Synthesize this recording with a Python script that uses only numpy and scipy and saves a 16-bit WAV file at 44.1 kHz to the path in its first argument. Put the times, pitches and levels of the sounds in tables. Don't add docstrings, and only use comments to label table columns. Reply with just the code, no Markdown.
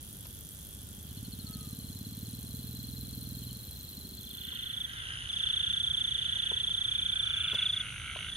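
import sys
import numpy as np
from scipy import signal
from scipy.fft import rfft, irfft, next_fast_len
from scipy.io import wavfile
from scipy.ndimage import uniform_filter1d, map_coordinates

SR = 44100
rng = np.random.default_rng(int(sys.argv[2]) if len(sys.argv) > 2 else 0)


def generate_wav(sig):
    pcm = np.round(np.clip(np.atleast_2d(sig).T, -1, 1) * 32767).astype(np.int16)
    wavfile.write(sys.argv[1], SR, pcm)


N = 368676
T = np.arange(N) / SR
# (from s, to s)
TILT_S, TURN_S = (2.47, 2.78), (7.1, 7.65)


def from_db(db):
    return 10 ** (np.asarray(db) / 20)


def rms_one(x):
    return x / np.sqrt(np.mean(x ** 2) + 1e-20)


def ramp(start_s, end_s):
    return np.interp(T, [start_s, end_s], [0, 1])


def in_time(rows):
    s, *columns = np.transpose(rows)
    return [np.interp(T, s, column) for column in columns]


def at_hz(points, hz):
    f, value = np.transpose(points)
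    return np.interp(np.log(hz + 1), np.log(f), value)


def drift(rate):
    knots = rng.standard_normal(4000)
    coarse_time = T[::20]
    curve = map_coordinates(knots, [coarse_time * rate * 2], order=3, mode="wrap")
    return np.interp(T, coarse_time, rms_one(curve))


def wavering_turns(hz, spread, rate):
    return np.cumsum(hz * (1 + spread * drift(rate))) / SR


def band(x, hz, width_hz):
    edges = np.clip([hz - width_hz / 2, hz + width_hz / 2], 10, .48 * SR)
    return signal.sosfilt(signal.butter(2, edges, "band", fs=SR, output="sos"), x + 1e-18)


def clicks(times, sizes):
    inside = (times >= 0) & (times < (N - 1) / SR)
    return np.bincount((times[inside] * SR).astype(int), sizes[inside], N)


def bursts(pulses, length_s):
    window = np.hanning(max(3, int(length_s * SR)))
    return signal.fftconvolve(pulses, window, "same") * rng.standard_normal(N)


def body(pulses, modes, vary_db):
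    return sum(from_db(db + vary_db * drift(40)) * rms_one(band(pulses, hz, width))
               for hz, width, db in modes)


def levelled(x, span_s):
    power = uniform_filter1d(np.mean(np.atleast_2d(x) ** 2, axis=0), int(span_s * SR))
    return x / np.sqrt(np.abs(power) + .03 * power.max())


def placed(x, lag_ms, pan_db):
    left = np.interp(T - lag_ms / 1000, T, x)
    return np.array([left * from_db(pan_db / 2), x * from_db(-pan_db / 2)])


def outdoors(x, wet_db, t60):
    age = T[:SR // 2]
    tails = rng.standard_normal((2, 2, len(age))) * from_db(-60 * age / t60) * (age > .003)
    tails /= np.sqrt(np.sum(tails ** 2, axis=2, keepdims=True))
    here, there = signal.fftconvolve(x[None], tails, axes=2)[:, :, :N]
    moved = 2 * np.pi * T + drift(2)
    return x + from_db(wet_db) * (np.cos(moved) * here + np.sin(moved) * there)


def beats(first_s, count, gap_s, brisk=(0, 1), tired=(0, 1)):
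    k = np.arange(count - 1)
    start_share = np.where(k < brisk[0], brisk[1], 1)
    end_share = np.where(k >= len(k) - tired[0], tired[1], 1)
    return first_s + np.append(0, np.cumsum(gap_s * start_share * end_share))


def trill(times, hz, fall_hz, rise_s, fade_s, taper, waver, rough_db, tail=0, bend=0):
    note = np.searchsorted(times[1:] - rise_s, T)
    age = T - times[note]
    through = np.clip(age / np.where(age < 0, rise_s, fade_s), -1, 1)
    slide = np.clip(age / (rise_s + fade_s), -1, 1)
    wavering = 1 + waver * rng.standard_normal(len(times))[note] + waver * drift(200)
    pitch = (hz - fall_hz * (slide + bend * slide ** 2)) * wavering
    swell = np.abs(np.cos(through * np.pi / 2)) ** taper
    lingering = tail * np.sin(np.pi * np.maximum(through, 0) ** 2)
    return (swell + lingering) * from_db(rough_db * drift(150)) * np.sin(2 * np.pi * np.cumsum(pitch) / SR)


def air(spectrum):
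    # f/Hz, likeness (1 = the same)
    likeness = [(50, 0.87), (200, 0.88), (500, 0.28), (1000, 0.027), (4000, 0.033), (12000, 0.092)]
    size = next_fast_len(N)
    hz = np.arange(size // 2 + 1) * SR / size
    mid, side = rfft(rng.standard_normal((2, size))) * from_db(at_hz(spectrum, hz))
    alike = np.clip(at_hz(likeness, hz), -1, 1)
    both_ears = np.sqrt(1 + alike) * mid + np.sqrt(1 - alike) * side * [[1], [-1]]
    return rms_one(irfft(both_ears, size)[:, :N])


def insects(choirs, lag_ms, spread_db=-4):
    one_side = placed(rng.standard_normal(N), lag_ms, pan_db=-2.5)
    wings = one_side + from_db(spread_db) * rng.standard_normal((2, N))
    return sum(from_db(db + flutter_db * drift(per_s)) * rms_one(band(wings, hz, width))
               for hz, width, db, per_s, flutter_db in choirs)


def hums():
    # start t/s, end t/s, f/Hz, level/dB
    hum_rows = [(0.8, 3.9, 445, -67), (3.7, 4.96, 386.5, -63.5)]
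    tones = 0
    for start, end, hz, db in hum_rows:
        swell = np.sqrt(np.abs(np.sin(np.pi * ramp(start, end))))
        tones = tones + from_db(db) * swell * np.sin(2 * np.pi * wavering_turns(hz, 0.0056, 4.1))
    return placed(tones, lag_ms=0, pan_db=0)


def whistle():
    # t/s, f/Hz, level/dB
    falling_call = [(1.34, 1420, -86), (1.45, 1326, -74), (1.58, 1243, -69), (1.7, 1193, -79),
                    (1.9, 1133, -91)]
    hz, db = in_time(falling_call)
    tone = from_db(db) * np.sin(2 * np.pi * wavering_turns(hz, 0.024, 80))
    return outdoors(placed(tone, lag_ms=0, pan_db=1), wet_db=9.0, t60=0.39)


def far_trills():
    # f/Hz, gap between notes/s, level/dB
    far_callers = [(3354, .0345, -60), (3300, .0372, -63), (3080, 0.074, -68.5)]
    voices = sum(from_db(db) * trill(np.arange(0, T[-1], gap_s), hz, fall_hz=450, rise_s=.015, fade_s=.016,
                                     taper=2.2, waver=0.012, rough_db=1.5)
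                 for hz, gap_s, db in far_callers)
    return outdoors(placed(voices, lag_ms=0.1, pan_db=2.5), wet_db=0.5, t60=0.16)


def frog_chorus(lag_ms, count=6):
    # f/Hz, width/Hz, level/dB
    chorus_modes = [(1555, 300, -0.5), (1862, 220, -5.5), (2500, 1700, -10.5), (3185, 545, 5.5)]
    pulses = np.zeros(N)
    for per_s in np.linspace(48, 62, count):
        turns = np.floor(np.cumsum(per_s * (1 + .04 * drift(3))) / SR + rng.random())
        pulses += np.diff(turns, prepend=turns[0]) * from_db(1.8 * drift(2.0))
    throats = body(pulses, chorus_modes, vary_db=3.0)
    voices = outdoors(placed(throats, lag_ms, pan_db=-1.3), wet_db=-2.5, t60=0.48)
    level_db = -45 - 1.5 * ramp(*TURN_S)
    return from_db(level_db) * levelled(voices, span_s=0.61)


def drone(speed, turns):
    # multiple of the firing rate, level/dB
    orders = [(3, -5), (4, -8), (5, -5), (6, 0), (7, -6)]
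    tones = sum(from_db(db + 2.5 * drift(1.2)) * np.sin(2 * np.pi * (order * turns + rng.random()))
                for order, db in orders)
    level_db = -47.5 - 2 * (speed.max() - speed)
    return placed(from_db(level_db) * levelled(tones, span_s=0.45), lag_ms=0, pan_db=-4)


def engine():
    # t/s, firings per s
    engine_speed = [(.9, 13), (1.054, 15.5), (1.25, 19), (1.6, 17.2), (2.012, 18), (2.541, 19.8),
                    (2.984, 20.9), (3.517, 20.4), (3.982, 14.1), (4.767, 13.9)]
    firing_s = 1.046
    echo_s, echo_db = .009, -16
    enters_s, attack_s, far_db = 0.6, 0.62, -23
    shut_s, idle_s, release_s = 3.52, 3.93, 0.056
    speed, = in_time(engine_speed)
    turns = np.cumsum(speed) / SR
    turns = turns - np.interp(firing_s, T, turns)
    times = T[1:][np.diff(np.floor(turns)) > 0]
    strength = from_db(rng.standard_normal(len(times)))
    firings = clicks(times, strength) + clicks(times + echo_s, from_db(echo_db) * strength)
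    muffler = signal.cheby1(8, 1, 292, fs=SR, output="sos")
    muffled = signal.sosfilt(muffler, band(firings, 168, 183))
    exhaust = muffled + from_db(-22.5) * band(firings, 398, 77)
    thuds = outdoors(placed(exhaust, lag_ms=0, pan_db=-0.7), wet_db=-15, t60=.3)
    throttle_db = -10 * ramp(shut_s, shut_s + release_s) + 4 * ramp(idle_s, idle_s + release_s)
    far = 1 - ramp(enters_s, enters_s + attack_s)
    running = from_db(-45.5) * levelled(thuds, span_s=1.0) + drone(speed, turns)
    return from_db(far_db * far) * from_db(throttle_db) * running


def peep(lag_ms):
    # multiple of the pitch, level/dB
    partials = [(3, -50), (5, -42), (6, -57)]
    start_s, end_s, hz = 4.955, 5.012, 696
    turns = wavering_turns(hz, 0.0028, 87)
    tone = sum(from_db(db) * np.sin(2 * np.pi * k * turns) for k, db in partials)
    swell = np.sin(np.pi * ramp(start_s, end_s))
    return outdoors(placed(swell * tone, lag_ms, pan_db=2.0), wet_db=-1, t60=0.17)


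def high_trill():
    times = beats(first_s=4.935, count=12, gap_s=.0496)
    notes = trill(times, hz=5200, fall_hz=1300, rise_s=0.011, fade_s=0.021, taper=1.4, waver=.01, rough_db=3)
    uneven_db = 2.5 * drift(6)
    return outdoors(placed(from_db(-57.5 + uneven_db) * notes, lag_ms=0.069, pan_db=-1.0), wet_db=-10, t60=0.19)


def thin_trill():
    # first note t/s, notes, level/dB
    replies = [(1.105, 5, -60), (1.74, 3, -63), (2.18, 2, -62), (3.427, 2, -53)]
    reply_gap_s = .07
    first, count, gap, shortening = 1.095, 7, .079, .0023
    slow_notes = first + np.append(0, np.cumsum(gap - shortening * np.arange(count - 1)))
    answers = np.concatenate([beats(s, notes, reply_gap_s) for s, notes, _ in replies])
    answer_db, = in_time([(s + k * reply_gap_s, db) for s, notes, db in replies for k in (0, notes)])
    opening = trill(slow_notes, hz=4270, fall_hz=720, rise_s=.016, fade_s=.034, taper=6,
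                    waver=.006, rough_db=2.2, tail=.2, bend=.6)
    run_times = beats(first_s=1.609, count=76, gap_s=.04172, brisk=(5, .92))
    running = trill(run_times, hz=4175, fall_hz=500, rise_s=.017, fade_s=.026, taper=3.2,
                    waver=.005, rough_db=2.2, tail=.22, bend=.8)
    answer = trill(answers, hz=3100, fall_hz=450, rise_s=.012, fade_s=.026, taper=1.6, waver=.004, rough_db=2)
    opening_db = -44.5 - 13 * (1 - ramp(first, first + 0.22))
    running_db = -50.5 + 3.5 * ramp(*TILT_S)
    voice = from_db(opening_db) * opening + from_db(running_db) * running + from_db(answer_db) * answer
    return outdoors(placed(voice, lag_ms=0.034, pan_db=1.0), wet_db=-3.5, t60=0.084)


def steps(slap_t60=0.026, grit_t60=0.05):
    # t/s, slap level/dB, grit level/dB
    footfalls = [(0.254, -53, -40), (4.528, -47, -62), (6.369, -47.5, -66), (6.515, -30, -62),
                 (6.609, -53, -60), (6.686, -49, -66), (7.531, -36.5, -47), (7.543, -37.5, -34),
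                 (7.59, -44, -66), (8.159, -35.5, -60)]
    # f/Hz, width/Hz, level/dB
    slap_modes = [(199, 39, -12.5), (537, 340, -6), (977, 240, -6)]
    slap, grit = np.zeros((2, N))
    for s, db, grit_db in footfalls:
        age = np.clip(T - s, 0, 1)
        slap += (T > s) * from_db(db - 60 * age / slap_t60)
        grit += (T > s) * from_db(grit_db - 60 * age / grit_t60)
    puff = sum(from_db(db) * np.sqrt(SR / 2 / width) * band(slap * rng.standard_normal(N), hz, width)
               for hz, width, db in slap_modes)
    slaps = outdoors(placed(puff, lag_ms=0.23, pan_db=5.5), wet_db=-10, t60=0.31)
    soften = signal.butter(1, 4000, fs=SR, output="sos")
    return slaps + signal.sosfilt(soften, grit * rng.standard_normal((2, N)))


def sparks(vary_db):
    # delay/s, scatter/s, chance (0 to 1), level/dB
    spark_rows = [(.0081, 0.00014, 1, 3.5), (0.0097, 0.0003, 1, 4.5), (.0148, .0004, .7, -17),
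                  (0.0167, .0003, 0.66, 1.5), (0.019, 0.00053, 1, 1)]
    mains_hz = 49.977
    cycles, train = np.arange(0, 5.1, 1 / mains_hz), 0
    for delay, scatter, chance, db in spark_rows:
        late, size = rng.standard_normal((2, len(cycles)))
        sizes = from_db(db + vary_db * size) * (rng.random(len(cycles)) < chance)
        train = train + clicks(cycles + delay + scatter * late, sizes)
    return bursts(train, length_s=0.0014)


def sizzle():
    # f/Hz, width/Hz, level/dB
    spark_modes = [(7060, 3200, -8), (10190, 2320, 0), (13270, 2100, 4), (15500, 700, -12)]

    def ringing(puffs, modes):
        return sum(from_db(db) * rms_one(band(band(puffs, hz, width), hz, width)) for hz, width, db in modes)

    dull_rings = ringing(sparks(vary_db=-1.4), spark_modes[:2])
    dull = outdoors(placed(dull_rings, lag_ms=0.022, pan_db=-0.5), wet_db=-8.5, t60=0.3)
    bright_rings = ringing(sparks(vary_db=1.7), spark_modes[2:])
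    bright = outdoors(placed(bright_rings, lag_ms=0.014, pan_db=4.0), wet_db=-9, t60=0.3)
    tilt = ramp(*TILT_S)
    crackle = dull + from_db(4 * (tilt - .5)) * bright
    level_db = -49.5 + 0.8 * tilt + 0.95 * drift(2.07)
    return from_db(level_db) * levelled(crackle, span_s=0.123)


def near_frogs(lag_ms, scatter=0.016, jitter_s=0.00055, vary_db=1.5):
    # start t/s, t/s of the pulse that sets the timing, end t/s, pulses per s, level/dB,
    # throat f/Hz, low ring f/Hz, middle ring f/Hz, level of these two rings/dB
    rattles = [(4.32, 4.54, 4.74, 58, -31.5, 3070, 1484, 1920, -9),
               (4.7, 4.9, 5.2, 49, -44.5, 3080, 1510, 1870, -0.5),
               (4.945, 5.158, 4.93, 59, -38, 2960, 1520, 1930, -8),
               (4.98, 5.105, 5.3, 59, -33.5, 3020, 1510, 1880, -10.5),
               (5.3, 5.421, 5.7, 58, -37.5, 3010, 1540, 1800, -9),
               (5.568, 5.678, 5.8, 60, -38, 2980, 1520, 1800, -5),
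               (5.865, 6.006, 7.2, 54, -42.5, 3040, 1580, 1850, -6),
               (6.13, 6.294, 6.6, 62, -35, 3110, 1500, 1840, -9.5),
               (6.376, 6.458, 6.68, 55, -39, 2880, 1550, 1830, -5),
               (6.83, 6.998, 8.1, 50, -40, 3120, 1570, 2380, -4),
               (7.15, 7.455, 7.65, 54, -36.5, 2900, 1390, 1520, -8),
               (7.242, 7.52, 7.52, 53, -30.5, 3000, 1440, 2330, -10),
               (7.468, 7.61, 7.69, 55, -33, 2870, 1460, 2220, -7.5),
               (7.727, 7.877, 7.87, 52, -37.5, 2930, 1430, 2080, -3),
               (7.731, 7.886, 8.3, 52.5, -38.5, 2800, 1440, 2220, -3.5),
               (7.803, 7.95, 7.6, 63, -37, 3040, 1410, 2250, -4.5),
               (8.028, 8.1, 8.14, 54, -38, 3040, 1416, 2160, 0),
               (8.134, 8.229, 8.3, 52, -33, 2910, 1424, 2120, -8.5)]
    # multiple of the throat pitch, half length/s, level/dB
    throat_modes = [(0.87, 0.00058, -9), (0.999, 0.0012, 2), (1.1, 0.001, -13), (1.32, 0.0009, -17)]
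    # delay/s, level/dB
    pulse_snaps = [(-.003, -9), (0, 0), (.0045, -10)]
    edge_db = -6.5
    low_length_s, middle_length_s = 0.0019, 0.0017
    out, age = np.zeros(N + SR), np.arange(-400, 400) / SR
    for start, timing, end, per_s, db, throat_hz, low_hz, middle_hz, lower_db in rattles:
        modes = [(throat_hz * multiple, length_s, ring_db) for multiple, length_s, ring_db in throat_modes]
        modes += [(low_hz, low_length_s, lower_db), (middle_hz, middle_length_s, lower_db)]
        hz, length_s, ring_db = np.transpose(modes)[:, :, None]
        snaps = [(timing + k / per_s + delay, snap_db) for k in range(-20, 20) for delay, snap_db in pulse_snaps]
        chances = rng.standard_normal((len(snaps), 2, len(modes), 1))
        lateness = rng.standard_normal(len(snaps))
        for (s, snap_db), (sharp, loud), late in zip(snaps, chances, lateness):
            if start <= s <= end:
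                effort_db = db + snap_db + np.interp(s, [start, timing, end], [edge_db, 0, edge_db])
                swell = from_db(effort_db + ring_db + vary_db * loud) * np.exp(-(age / length_s) ** 2)
                rings = swell * np.sin(2 * np.pi * hz * (1 + scatter * sharp) * age)
                at = int((s + jitter_s * late + age[0]) * SR)
                out[at:at + len(age)] += np.sum(rings, axis=0)
    return outdoors(placed(out[:N], lag_ms, pan_db=-1.0), wet_db=-4.5, t60=0.15)


def shrill_trill():
    # first note t/s, notes
    shrill_calls = [(3.496, 40), (5.304, 73), (8.297, 40)]
    # t/s, level/dB
    shrill_level = [(4.3, -27.5), (4.7, -27), (5.5, -24), (5.9, -24), (6.25, -26), (6.9, -24.5),
                    (7.2, -24.5), (7.5, -26), (7.66, -22), (7.78, -26), (8.3, -29.5)]
    gap_s, brisk, tired = .034905, (18, .967), (11, 1.036)
    attack_s, onset_db, release_s, end_db = 0.14, -5.5, 0.063, -0.5
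    calls = [beats(first, count, gap_s, brisk, tired) for first, count in shrill_calls]
    notes = trill(np.concatenate(calls), hz=3421, fall_hz=595, rise_s=.0165, fade_s=.0128, taper=1.61,
                  waver=0.0032, rough_db=1.0, bend=0.65)
    effort = [point for call in calls for point in (
        (call[0], onset_db), (call[0] + attack_s, 0), (call[-1] - release_s, 0), (call[-1], end_db))]
    effort_db, = in_time(effort)
    level_db, = in_time(shrill_level)
    voice = from_db(level_db + effort_db) * notes
    lag_ms = np.interp(T, TURN_S, (0.076, -0.033))
    pan_db = np.interp(T, TURN_S, (-2, -1.5))
    return outdoors(placed(voice, lag_ms, pan_db), wet_db=-21.0, t60=0.036)


def scene():
    # f/Hz, relative level/dB
    pole_air = [(20, -36), (40, -9.5), (65, 3), (105, -1), (200, -7), (330, -15.5), (480, -20),
                (700, -25.5), (1100, -29), (1600, -26), (2300, -34), (4500, -27), (8000, -28.5),
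                (16000, -42)]
    marsh_air = [(20, -57), (40, -2.5), (62, 2), (125, 0.5), (200, -10.5), (320, -18.5), (700, -24.5),
                 (1100, -23.5), (3800, -16), (4900, -44.5), (8000, -31.5), (11000, -16.5), (12000, -63),
                 (16000, -77)]
    # f/Hz, width/Hz, level/dB, flutter per s, flutter/dB
    pole_insects = [(3380, 160, -81.5, 13, 4.5), (3490, 1200, -62, 25, 1.5), (6760, 2300, -66, 25, 3.5),
                    (10430, 1300, -61.5, 44, 2.5)]
    marsh_insects = [(6204, 450, -60, 84, 1.1), (7210, 370, -74.5, 15, 1), (9390, 610, -55, 21, 0.26)]
    lag_ms = np.interp(T, TURN_S, (0.282, -0.025))
    lean = from_db(0.35 * np.array([[-1], [1]]))
    by_pole = (from_db(-49.0) * lean * air(pole_air) + insects(pole_insects, lag_ms=0.066)
               + thin_trill() + far_trills() + whistle() + sizzle() + engine() + hums())
    by_marsh = (from_db(-47.0) * lean * air(marsh_air) + insects(marsh_insects, lag_ms)
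                + shrill_trill() + high_trill() + peep(lag_ms) + near_frogs(lag_ms) + frog_chorus(lag_ms))
    marsh = ramp(4.1, 5.1)
    return (1 - marsh) * by_pole + marsh * by_marsh + steps()


def record(dry):
    return signal.sosfilt(signal.ellip(10, .2, 80, 15750, fs=SR, output="sos"), dry)


dry = scene()
out = record(dry)
generate_wav(out)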